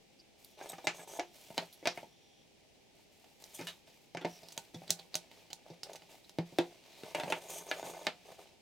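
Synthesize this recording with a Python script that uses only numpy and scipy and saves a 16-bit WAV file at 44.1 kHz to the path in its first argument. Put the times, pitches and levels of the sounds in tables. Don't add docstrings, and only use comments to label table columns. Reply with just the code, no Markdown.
import sys
import numpy as np
from scipy import signal
from scipy.fft import rfft, irfft, next_fast_len
from scipy.io import wavfile
from scipy.ndimage import uniform_filter1d, map_coordinates

SR = 44100
rng = np.random.default_rng(int(sys.argv[2]) if len(sys.argv) > 2 else 0)


def transcribe(signal):
    frames = np.atleast_2d(signal).T
    limited = np.clip(frames, -1, 1)
    pcm = np.round(limited * 32767).astype(np.int16)
    wavfile.write(sys.argv[1], SR, pcm)


N = 379701
BLOW_T = np.arange(int(.3 * SR)) / SR


def undb(db):
    return 10 ** (np.asarray(db) / 20)


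def unit(x):
    return x / np.sqrt(np.mean(x ** 2))


def fade(t60_s):
    return np.exp(-np.log(1000) * BLOW_T / t60_s)


def colour_gain(f, spectrum):
    pitch_hz, level_db = np.transpose(spectrum)
    return undb(np.interp(np.log(f), np.log(pitch_hz), level_db))


def tint(x, spectrum):
    size = next_fast_len(len(x), True)
    f = np.maximum(np.fft.rfftfreq(size, 1 / SR), 1)
    coloured = irfft(rfft(x, size) * colour_gain(f, spectrum), size)
    return unit(coloured[:len(x)])


def noise(spectrum, size):
    return tint(rng.standard_normal(size), spectrum)


def walk(rate_hz):
    hold = max(int(SR / rate_hz), 2)
    steps = np.repeat(rng.standard_normal(N // hold + 1), hold)
    return unit(uniform_filter1d(steps, hold)[:N])


def stereo(mid, side):
    return np.array([mid + side, mid - side])


def resonant(peaks):
    f = np.geomspace(20, SR / 2, 600)
    power = 0
    for pitch_hz, width_hz, level_db in peaks:
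        detuning = (f - pitch_hz ** 2 / f) / width_hz
        power = power + undb(level_db) ** 2 / (1 + detuning ** 2) ** 2
    return np.column_stack([f, 10 * np.log10(power)])


def pulse(spectrum):
    size = len(BLOW_T)
    f = np.maximum(np.fft.rfftfreq(size, 1 / SR), 1)
    cepstrum = irfft(np.log(colour_gain(f, spectrum)), size)
    click = irfft(np.exp(rfft(2 * cepstrum[:size // 2], size)), size)
    return click / np.sqrt(np.sum(click ** 2))


# (relative, per Hz)
AIR_COLOUR = [(15, -55), (25, -12), (106, -8), (172, -5), (257, -6), (404, -5), (529, -9), (811, -12),
              (1130, -26.5), (1500, -25), (2400, -15.5), (5500, -20.5), (15000, -35.5)]
# pitch_hz, width_hz, level_db
FAR_HISS_PEAKS = [(3350, 790, -1), (5700, 400, -1.5)]
FAR_HISS_FROM_S, FAR_HISS_TO_S, FAR_HISS_DB = 0.43, 2.47, -72.5
AIR_DB, RUMBLE_DB = -68, -88
WHINE_HZ, WHINE_DB = 800, -81


def air():
    t = np.arange(N) / SR
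    rumble = noise([(70, -15), (200, -1), (1000, -5), (8000, -68)], N)
    whine_hz = WHINE_HZ * (1 + 0.00509 * walk(11))
    whine = undb(WHINE_DB) * np.sin(2 * np.pi * np.cumsum(whine_hz) / SR)
    heard = np.clip(20 * np.minimum(t - FAR_HISS_FROM_S, FAR_HISS_TO_S - t), 0, 1)
    hiss = undb(FAR_HISS_DB) * heard * noise(resonant(FAR_HISS_PEAKS), N)
    bed = undb(AIR_DB) * stereo(noise(AIR_COLOUR, N), 0.95 * noise(AIR_COLOUR, N))
    return bed + stereo(whine + hiss, undb(RUMBLE_DB) * rumble)


def strokes(rows, attack_s, release_s):
    t = np.arange(N) / SR
    power = hiss_power = 0
    for start_s, length_s, level_db, hiss_db in rows:
        rise = np.clip((t - start_s) / attack_s, 0, 1)
        fall = np.exp(-np.clip((t - start_s - length_s) / release_s, 0, 20))
        swell = (undb(level_db) * rise * fall) ** 2
        power = power + swell
        hiss_power = hiss_power + swell * undb(hiss_db) ** 2
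    return power, hiss_power


HISS_WANDER_HZ = 31


def friction(power, spectrum, grain_db, grain_hz, width, wander=0):
    grains = undb(grain_db * walk(grain_hz))
    mid = tint(grains * rng.standard_normal(N), spectrum)
    side = tint(grains * rng.standard_normal(N), spectrum)
    sound = stereo(mid, width * side)
    if wander:
        place = np.cumsum(1 + wander * walk(HISS_WANDER_HZ))
        sound = np.array([map_coordinates(channel, [place], order=3, mode="mirror") for channel in sound])
    return sound * np.sqrt(power)


# pitch_hz, level_db, t60_s; played here by dragging and in strikes() by every blow
BENCH_MODES = [(129, -23, 0.22), (171.1, 4.5, 0.21), (272, 2, 0.013), (347.3, -8, 0.26), (394, -7, 0.17),
               (420, -1.5, 0.037), (504.5, -5.5, 0.19), (568.7, -0.5, 0.054), (623.3, -0.5, 0.095),
               (673, 2, 0.069), (722, -13, 0.3), (763, -1.5, 0.1), (846, -3, 0.11), (909, 1, 0.091)]
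# pitch_hz (before retuning to each blow), level_db, t60_s; also played by wood()
SLAT_MODES = [(1030, -13, .05), (1240, -11, .06), (1505, -6, .07), (1738, -3, .1), (2095, -3, .08),
              (2300, -4, .07), (2400, -4, .08), (2850, -7, .05), (3660, -3, .06), (3950, -6, .05),
              (4662, -7, .05), (6000, -8, .05)]
# (relative, per Hz)
DRAG_RUMBLE = [(90, -50), (135, -19), (172, -7.5), (220, -32), (350, 0), (620, 1.5), (850, 0), (1150, -3.5),
               (2000, -25)]
SLAT_DRAG_DB = -7.5


def drag_colour():
    f, bench_db = resonant([(pitch_hz, 35, level_db) for pitch_hz, level_db, _ in BENCH_MODES]).T
    _, slat_db = resonant([(pitch_hz, 60, level_db) for pitch_hz, level_db, _ in SLAT_MODES]).T
    bench = colour_gain(f, DRAG_RUMBLE) * (0.33 + undb(bench_db))
    slat = undb(SLAT_DRAG_DB + slat_db)
    return np.column_stack([f, 20 * np.log10(bench + slat)])


def snags(per_s, size_db, t60_s):
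    sizes_db = size_db * np.minimum(rng.exponential(size=N), 2.5)
    jolts = (rng.random(N) < per_s / SR) * (undb(sizes_db) - 1)
    return unit(1 + signal.fftconvolve(jolts, fade(t60_s))[:N])


# start_s, length_s, level_db
EDGE_CATCHES = [(.689, .026, -45.5), (.718, .006, -44.5), (.843, .022, -53)]
# pitch_hz, width_hz, level_db
EDGE_SQUEAK = [(3750, 170, 1), (5500, 830, -15), (6700, 900, -15), (8150, 380, -3), (12700, 600, -8)]


def scrapes():
    t = np.arange(N) / SR
    swell = 0
    for start_s, length_s, level_db in EDGE_CATCHES:
        corners_s = [start_s, start_s + 0.0014, start_s + length_s / 2, start_s + length_s]
        swell = swell + undb(level_db) * np.interp(t, corners_s, [0, 1, 1, 0])
    roughness = unit(undb(1.4 * walk(970)))
    return noise(resonant(EDGE_SQUEAK), N) * swell * roughness


# start_s, length_s, drag_db, hiss_db (its face, against the drag)
SLIDE_MOVES = [(0.57, 0.072, -54, -27), (0.616, 0.12, -53.5, -8), (0.934, 0.1, -55, -4.5),
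               (1.068, 0.11, -54, -1.5), (3.538, 0.0073, -56, 11.5), (5.65, 0.091, -61, -27),
               (5.836, 0.11, -57, -31), (7.049, 0.068, -54, -13), (7.14, 0.25, -52, -9.5),
               (7.405, 0.11, -53, -7), (7.484, 0.099, -47.5, -1), (7.582, 0.086, -56.5, -4),
               (7.665, 0.15, -49, -11), (7.835, 0.072, -48.5, -5), (7.922, 0.15, -53, -10),
               (8.242, 0.11, -58, -11), (8.377, 0.052, -58.5, -8)]
# start_s, length_s, rustle_db, hiss_db (skin on wood, against the rustle)
HAND_MOVES = [(0.375, 0.13, -74.5, 4.5), (0.73, 0.15, -64.5, -6), (1.22, 0.11, -71.5, -2),
              (1.33, 0.3, -65, 1.5), (1.6, 0.082, -66, -8), (1.7, 0.27, -73, -1), (1.93, 0.079, -63, -6),
              (2.94, 0.074, -73.5, -2), (3.11, 0.24, -74, 0), (3.39, 0.26, -65, -0.5),
              (3.55, 0.15, -63, -1.5), (3.86, 0.021, -63, -9.5), (3.92, 0.13, -79.5, 5),
              (4.26, 0.12, -63.5, -2.5), (4.4, 0.26, -67.5, -2.5), (4.73, 0.3, -66, -5),
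              (5.11, 0.13, -64.5, -18), (5.3, 0.12, -65, -8), (5.55, 0.24, -71.5, -17),
              (5.95, 0.13, -68, -8), (6.085, 0.049, -62.5, -2.5), (6.22, 0.19, -76.5, -1),
              (6.45, 0.28, -65, -8), (6.74, 0.089, -67.5, -15), (6.84, 0.12, -63.5, -10),
              (6.96, 0.16, -61.5, -5), (8.11, 0.38, -67, -16)]
# (relative, per Hz)
RUSTLE_COLOUR = [(700, -6), (1400, -10.5), (2300, 3), (3600, 0), (5000, -2), (5700, -3.5), (6600, -6.5),
                 (12000, -17)]
# pitch_hz (before drift), width_hz, level_db
SLAT_HISS = [(3320, 560, -3), (6450, 1500, -1.5), (8240, 600, -0.5), (9200, 1800, -6), (11160, 1300, -8.5),
             (12960, 1100, -5.5), (14500, 2000, -13)]
# (relative, per Hz)
SKIN_COLOUR = [(2000, -13), (4000, -5), (7000, -3.5), (10000, -6.5), (14000, -5.5), (16000, -12)]
SLIDE_RUSTLE_DB = -8
REACH_DRAG_DB = -1.5
REST_DRAG_DB, REST_RUSTLE_DB = -79, -76


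def handling():
    slide, face = strokes(SLIDE_MOVES, attack_s=0.015, release_s=0.022)
    reach, skin = strokes(HAND_MOVES, attack_s=0.015, release_s=0.067)
    drag_power = slide + reach * undb(REACH_DRAG_DB) ** 2 + undb(REST_DRAG_DB) ** 2
    rustle_power = reach + slide * undb(SLIDE_RUSTLE_DB) ** 2 + undb(REST_RUSTLE_DB) ** 2
    drag = friction(drag_power, drag_colour(), grain_db=4.5, grain_hz=300, width=0.14)
    rustle = friction(rustle_power, RUSTLE_COLOUR, grain_db=-0.5, grain_hz=440, width=0.39)
    hiss = friction(face, resonant(SLAT_HISS), grain_db=1.0, grain_hz=700, width=0.23, wander=0.02)
    brush = friction(skin, SKIN_COLOUR, grain_db=2.0, grain_hz=330, width=0.15)
    rubbing = drag + rustle + hiss + brush
    return rubbing * snags(per_s=110, size_db=2.1, t60_s=0.022) + scrapes()


SQUEAL_WIDTH_HZ, SQUEAL_EDGE_S, SQUEAL_GRAIN_DB = 650, .016, 2


def narrow(start_s, length_s, first_hz, last_hz, level_db):
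    out, t = np.zeros(N), np.arange(int(length_s * SR)) / SR
    low_pass = signal.butter(2, SQUEAL_WIDTH_HZ / 2, fs=SR, output="sos")
    band = signal.sosfilt(low_pass, rng.standard_normal((2, SR)))[:, :len(t)]
    phase = 2 * np.pi * np.cumsum(np.linspace(first_hz, last_hz, len(t))) / SR
    tone = unit(band[0] * np.cos(phase) + band[1] * np.sin(phase))
    swell = np.clip(np.minimum(t, length_s - t) / SQUEAL_EDGE_S, 0, 1)
    start = int(start_s * SR)
    out[start:start + len(t)] = undb(level_db) * swell * tone
    return out


# start_s, length_s, first_hz, last_hz, level_db
SINGING_FACES = [(0.185, 0.037, 5000, 4930, -61.5), (0.619, 0.032, 6650, 6340, -60),
                 (.94, 0.054, 6300, 6450, -59), (0.988, 0.068, 8100, 7900, -62),
                 (1.081, 0.099, 5950, 6400, -57.5), (4.288, 0.11, 5900, 5430, -63),
                 (4.418, 0.11, 5160, 4300, -68), (6.888, 0.16, 3850, 4060, -66.5),
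                 (7.473, .045, 6800, 7000, -56), (7.502, 0.12, 6300, 6200, -53.5),
                 (7.679, 0.041, 6230, 6270, -51), (7.762, 0.2, 6860, 6730, -63),
                 (7.95, 0.1, 6500, 6600, -66)]


def squeals():
    singing = sum(narrow(*row) for row in SINGING_FACES)
    return singing * unit(undb(SQUEAL_GRAIN_DB * walk(400)))


def ring(modes, scatter_db, detune):
    pitch_hz, level_db, t60_s = np.transpose(modes)[:, :, None]
    weight, shift = rng.standard_normal((2, len(modes), 1))
    waves = np.sin(2 * np.pi * pitch_hz * (1 + detune * shift) * BLOW_T)
    return np.sum(undb(level_db + scatter_db * weight) * fade(t60_s) * waves, axis=0)


def retuned(modes, high_hz):
    ratios = [high_hz / pitch_hz for pitch_hz, _, _ in modes]
    shift = min(ratios, key=lambda ratio: abs(np.log(ratio)))
    return [(pitch_hz * shift, level_db, t60_s) for pitch_hz, level_db, t60_s in modes]


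PUSH_SOFT_MS = 5.4


def contact(chatter_ms, grain, edge, edge_hz):
    slips = rng.standard_normal(len(BLOW_T)) * (rng.random(len(BLOW_T)) < .03)
    force = grain * slips * np.exp(-BLOW_T / (max(chatter_ms, .1) / 1000))
    force[0] = 1 / (1 + chatter_ms / PUSH_SOFT_MS)
    f = np.maximum(np.fft.rfftfreq(len(BLOW_T), 1 / SR), 1)
    ripple_db = 10 * np.log10(uniform_filter1d(np.abs(rfft(force)) ** 2, size=40))
    multiple, level_db = np.transpose(edge)
    colour_db = np.interp(np.log(f / edge_hz), np.log(multiple), level_db)
    colour = np.column_stack([f, colour_db - ripple_db])
    return signal.fftconvolve(force, pulse(colour))[:len(BLOW_T)]


REGISTER_HZ = [120, 250, 560, 1030, 3300, 16000]
REGISTER_BLEND = 1.12
ATTACK = int(.025 * SR)


def blow(body, levels_db, force):
    sound = signal.fftconvolve(body, force[None], axes=1)[:, :len(BLOW_T)]
    colour = []
    for level_db, low_hz, high_hz in zip(levels_db, REGISTER_HZ, REGISTER_HZ[1:]):
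        band = signal.butter(3, [low_hz, high_hz], "band", fs=SR, output="sos")
        part = signal.sosfilt(band, sound[:, :ATTACK])
        gain_db = level_db - 10 * np.log10(np.mean(part ** 2))
        colour += [(low_hz * REGISTER_BLEND, gain_db), (high_hz / REGISTER_BLEND, gain_db)]
    click = pulse(colour)
    gain = undb(max(gain_db for _, gain_db in colour)) / np.abs(rfft(click)).max()
    return gain * signal.fftconvolve(sound, click[None], axes=1)[:, :len(BLOW_T)]


def strikes(table, modes, colour, edge, snap_db, bench_db, modes_db, low_db, low_t60, high_db, high_t60,
            crack_t60, dense_db, dense_t60, room_db, room_t60, tail_hz, width, grain, pan_db):
    size = len(BLOW_T)
    out = np.zeros((2, N + size))
    snap = undb(snap_db) * pulse(colour)
    dull = signal.butter(1, min(tail_hz, SR / 2 - 1), fs=SR)
    room_onset = 1 - np.exp(-BLOW_T / 0.011)
    for start_s, *levels_db, chatter_ms, low_hz, high_hz, edge_hz in table:
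        crack = noise(colour, size) * fade(crack_t60)
        tails = [signal.lfilter(*dull, noise(colour, size)) for _ in range(4)]
        dense, dense_side, room, room_side = tails
        bench = undb(bench_db) * ring(BENCH_MODES, scatter_db=5.0, detune=0.0057)
        piece = undb(modes_db) * ring(retuned(modes, high_hz), scatter_db=1.0, detune=0.0096)
        favoured = [(low_hz, low_db, low_t60), (high_hz, high_db, high_t60)]
        tones = bench + piece + ring(favoured, scatter_db=2.5, detune=0)
        wash = undb(dense_db) * stereo(dense, width * dense_side) * fade(dense_t60)
        echo = undb(room_db) * stereo(room, room_side) * fade(room_t60) * room_onset
        body = snap + tones + crack + wash + echo
        start = int(start_s * SR)
        out[:, start:start + size] += blow(body, levels_db, contact(chatter_ms, grain, edge, edge_hz))
    out = signal.sosfilt(signal.butter(5, 118, "high", fs=SR, output="sos"), out[:, :N])
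    return out * undb(np.array([[pan_db], [-pan_db]]) / 2)


CATCH_LOW_HZ, CATCH_HIGH_HZ = 792, 4066
CATCH_THUD_DB, CATCH_KNOCK_DB, CATCH_CLACK_DB = -8.5, -5.5, 2
CATCH_CLACK_SHARE = 0.17


def click_registers(start_s, snap_db, wood_db, chatter_ms, bright_hz):
    body = snap_db + wood_db
    thud, knock = body + CATCH_THUD_DB, body + CATCH_KNOCK_DB
    clack = body - CATCH_CLACK_SHARE * wood_db + CATCH_CLACK_DB
    return start_s, thud, knock, body, clack, snap_db, chatter_ms, CATCH_LOW_HZ, CATCH_HIGH_HZ, bright_hz


# start_s, snap_db, wood_db (share passed into the wood), chatter_ms, bright_hz (brightest pitch)
CLAMP_CLICKS = [(0.447, -58.5, -26, 1, 12400), (1.412, -66, -20, 3, 10000),
                (1.7275, -58.5, -19, 6.6, 11200), (3.244, -71.5, 1.5, 2.8, 6000),
                (3.4405, -55, -20, .1, 5930), (4.486, -56.5, -13.5, 4.6, 5400), (4.504, -63, -8, 6, 4800),
                (4.522, -55.5, -13, 3.4, 6550), (4.5775, -43.5, -6.5, 1.1, 6660),
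                (4.879, -57.5, -9, 1, 4200), (4.9053, -29.5, -20, 0.67, 6300), (4.991, -54, -5, 5.8, 3700),
                (5.1432, -42.5, -13, 0.67, 4350), (5.1541, -35.5, -11.5, 0.56, 6100),
                (5.3144, -66, 0.5, 1.8, 2180), (5.503, -59, -3, 8.2, 3080), (5.531, -46, -13.5, 1.5, 6300),
                (5.833, -45, -14.5, 1.1, 5200), (5.902, -66, -4, 4, 6200), (5.9329, -55.5, -10, 2.6, 6200),
                (5.957, -54.5, -5.5, 3.7, 6100), (6.021, -69, 5.5, 1.8, 4960), (6.242, -65, -17, 8, 3830),
                (6.2944, -59.5, -7.5, 1.1, 5670)]
# pitch_hz (before retuning), level_db, t60_s
CLAMP_MODES = [(1486, -13, .16), (2200, -1, .014), (3140, -4, .02), (4054, 6, .022), (4770, 9, .012),
               (5050, 17, .003), (6100, 4, .022), (6700, 13, .007), (8100, 2, .02), (10800, -6, .015),
               (13000, -4, .015)]
# pitch_hz, level_db
CLAMP_CONTACT = [(70, -19), (160, -7), (750, -7.5), (1400, -14), (2800, -5), (4300, 2), (6200, -8.5),
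                 (8500, -2), (12500, -4.5), (16000, -2)]
# multiple (of bright_hz), level_db
CLAMP_EDGE = [(.78, 2.5), (1, 12.5), (1.3, 2.5), (2, -1.5), (3, -9)]


def clamp():
    blows = [click_registers(*row) for row in CLAMP_CLICKS]
    return strikes(blows, CLAMP_MODES, CLAMP_CONTACT, CLAMP_EDGE, snap_db=13, bench_db=-26.5, modes_db=-19.0,
                   low_db=-27.5, low_t60=0.22, high_db=-11, high_t60=0.014, crack_t60=0.01,
                   dense_db=-11.0, dense_t60=0.11, room_db=-23, room_t60=0.18,
                   tail_hz=12000, width=0.48, grain=0.96, pan_db=-2.4)


OFF_RING_DB = -6


def knock_registers(start_s, strength_db, weight_db, hardness_db, tick_db, chatter_ms, low_hz, high_hz, edge_hz):
    ring_in_body = low_hz > REGISTER_HZ[2]
    thud = strength_db + weight_db
    knock = strength_db + OFF_RING_DB * ring_in_body
    body = strength_db + OFF_RING_DB * (not ring_in_body)
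    clack = strength_db + hardness_db
    return start_s, thud, knock, body, clack, clack + tick_db, chatter_ms, low_hz, high_hz, edge_hz


# start_s, strength_db, weight_db (into the bench), hardness_db,
# tick_db (against the clack), chatter_ms, low_hz (low ring), high_hz (high ring), edge_hz (upper edge)
WOOD_KNOCKS = [(0.6124, -48.5, -22, -6.5, -15, 1, 785, 1604, 2440),
               (0.7331, -50, -10, -4, -23, 1, 796, 1255, 7000),
               (0.7822, -52, -15, -5.5, -5, 5.9, 776, 1220, 7000),
               (0.843, -48, -26, -16, -9, 3.1, 634, 2400, 8000),
               (.8711, -39, -12, 3, 0, .1, 825, 2086, 8200), (.874, -41, -19, 7, -19, .3, 622, 2403, 2930),
               (0.9944, -56, -6, -0.5, -16, 3, 890, 1670, 2600),
               (1.189, -41, -24, -19, -6, 4.8, 700, 2270, 3000),
               (1.1958, -37.5, -41, -5.5, -3.5, .4, 710, 2240, 7000),
               (1.5045, -52.5, -4, -10.5, -7, 1.2, 664, 2830, 5000),
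               (1.573, -53, -30, -8, 2, 3.3, 700, 2330, 7000),
               (1.5796, -37, -12.5, -2, 2, 1.2, 928, 3037, 4760),
               (1.625, -50, -13, -11, -9, 1.2, 650, 2600, 5000),
               (1.8275, -53.5, -18, -10, -16, 4.9, 560, 2060, 2380),
               (1.856, -38, -17, -1, -6, 3.3, 615, 2270, 5140),
               (1.873, -34.5, -16, -0.5, 0, .5, 685, 2453, 5900),
               (1.975, -46.5, -14, -3, -9.5, 2.7, 704, 2193, 2980),
               (2.0306, -51.5, -11, -19, -2, 2, 677, 3140, 4950),
               (3.591, -46.5, -11, -5, -10, 17, 380, 1295, 6000),
               (3.612, -49, -6.5, -5, 0, 9, 490, 2470, 6140),
               (3.6707, -58, -7, 13.5, 2.5, 20.7, 976, 2904, 3630),
               (4.149, -43, -7.5, -11.5, -3, .3, 703, 2180, 6140),
               (4.1718, -49.5, -7, 3.5, -8, 2.1, 387, 2290, 7100),
               (4.212, -50, -22, -4, -5, 15, 377, 1410, 4100),
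               (4.248, -36, -8, -9, -11, .5, 730, 2140, 5700),
               (4.2528, -38, -11, -12.5, -1.5, 1.08, 341, 2240, 5700),
               (4.432, -58, -5.5, -19.5, 15, 4, 804, 2400, 5400),
               (4.7449, -51, 2.5, -11, 9, 4.5, 330, 3440, 6460),
               (4.8188, -55, -3, -15, -7, .74, 660, 2250, 5000),
               (4.8934, -51.5, 0, -1, 1, 8, 377, 3390, 6000),
               (5.702, -52.5, -0.5, -21.5, 10.5, 4.1, 363, 2370, 5700),
               (6.3865, -35, 0, -13.5, -2.5, 0.3, 330, 2170, 5200),
               (6.525, -57, 0, -27, 3, 1, 360, 3300, 4000),
               (6.586, -26.5, -17, -12, -0.5, 0.93, 351, 2620, 4230),
               (7.035, -50, -5, -8, -1.5, 3, 456, 1516, 4200),
               (7.1479, -36.5, -21, -3.5, -5, 3.5, 618, 2814, 3080),
               (7.1838, -43.5, -15, -11, -11, 4.6, 630, 1920, 3300),
               (7.199, -41, -29, -3, -4, 3.3, 622, 2010, 3900),
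               (7.235, -43, -5, -5, -4, .3, 950, 2630, 4600),
               (7.2792, -43.5, -13, -10, -11, 2.2, 572, 1100, 3000),
               (7.3008, -38, -20, -12.5, 6, 7, 632, 3070, 3230),
               (7.3233, -35.5, -19, 1, -8, 2.5, 894, 2730, 3320),
               (7.714, -40, -32, 4.5, -8, 0.88, 626, 1712, 4470),
               (7.829, -45, -19, -11, -5, 1.1, 628, 1500, 4000),
               (7.846, -47.5, -16, -14, -6, 2.2, 655, 1540, 4000),
               (7.8693, -45.5, -20, -13, -2, 7.5, 593, 1100, 4000),
               (7.946, -52.5, -24, -8, -15, 3, 890, 1490, 2480),
               (8.014, -52, -19, -18, -6, 2, 615, 1490, 2480),
               (8.0686, -38, -15, 3, -2.5, 0.84, 895, 2155, 4900),
               (8.071, -46, -3.5, -7, -6, 1.6, 393, 2270, 4400)]
# pitch_hz, level_db
WOOD_CONTACT = [(70, -30), (160, 1.5), (350, -1), (750, 0.5), (1200, -2), (2400, 1.5), (4000, -3.5),
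                (5000, -5), (6200, -6.5), (7300, -9), (9300, -14.5), (15000, -26)]
# multiple (of edge_hz), level_db
WOOD_TOUCH = [(.6, 2), (.93, 7), (1.17, -1), (2, -0.5), (3, 5.5)]


def wood():
    blows = [knock_registers(*row) for row in WOOD_KNOCKS]
    return strikes(blows, SLAT_MODES, WOOD_CONTACT, WOOD_TOUCH, snap_db=19.5, bench_db=-13.0, modes_db=-6,
                   low_db=-4.5, low_t60=0.083, high_db=-4.0, high_t60=0.062, crack_t60=0.021,
                   dense_db=-4.0, dense_t60=0.17, room_db=-24.5, room_t60=0.16,
                   tail_hz=4150, width=0.46, grain=0.67, pan_db=-0.4)


def scene():
    return air() + handling() + squeals() + clamp() + wood()


def record(dry):
    return signal.sosfilt(signal.ellip(8, .2, 70, 16200, fs=SR, output="sos"), dry)


dry = scene()
out = record(dry)
transcribe(out)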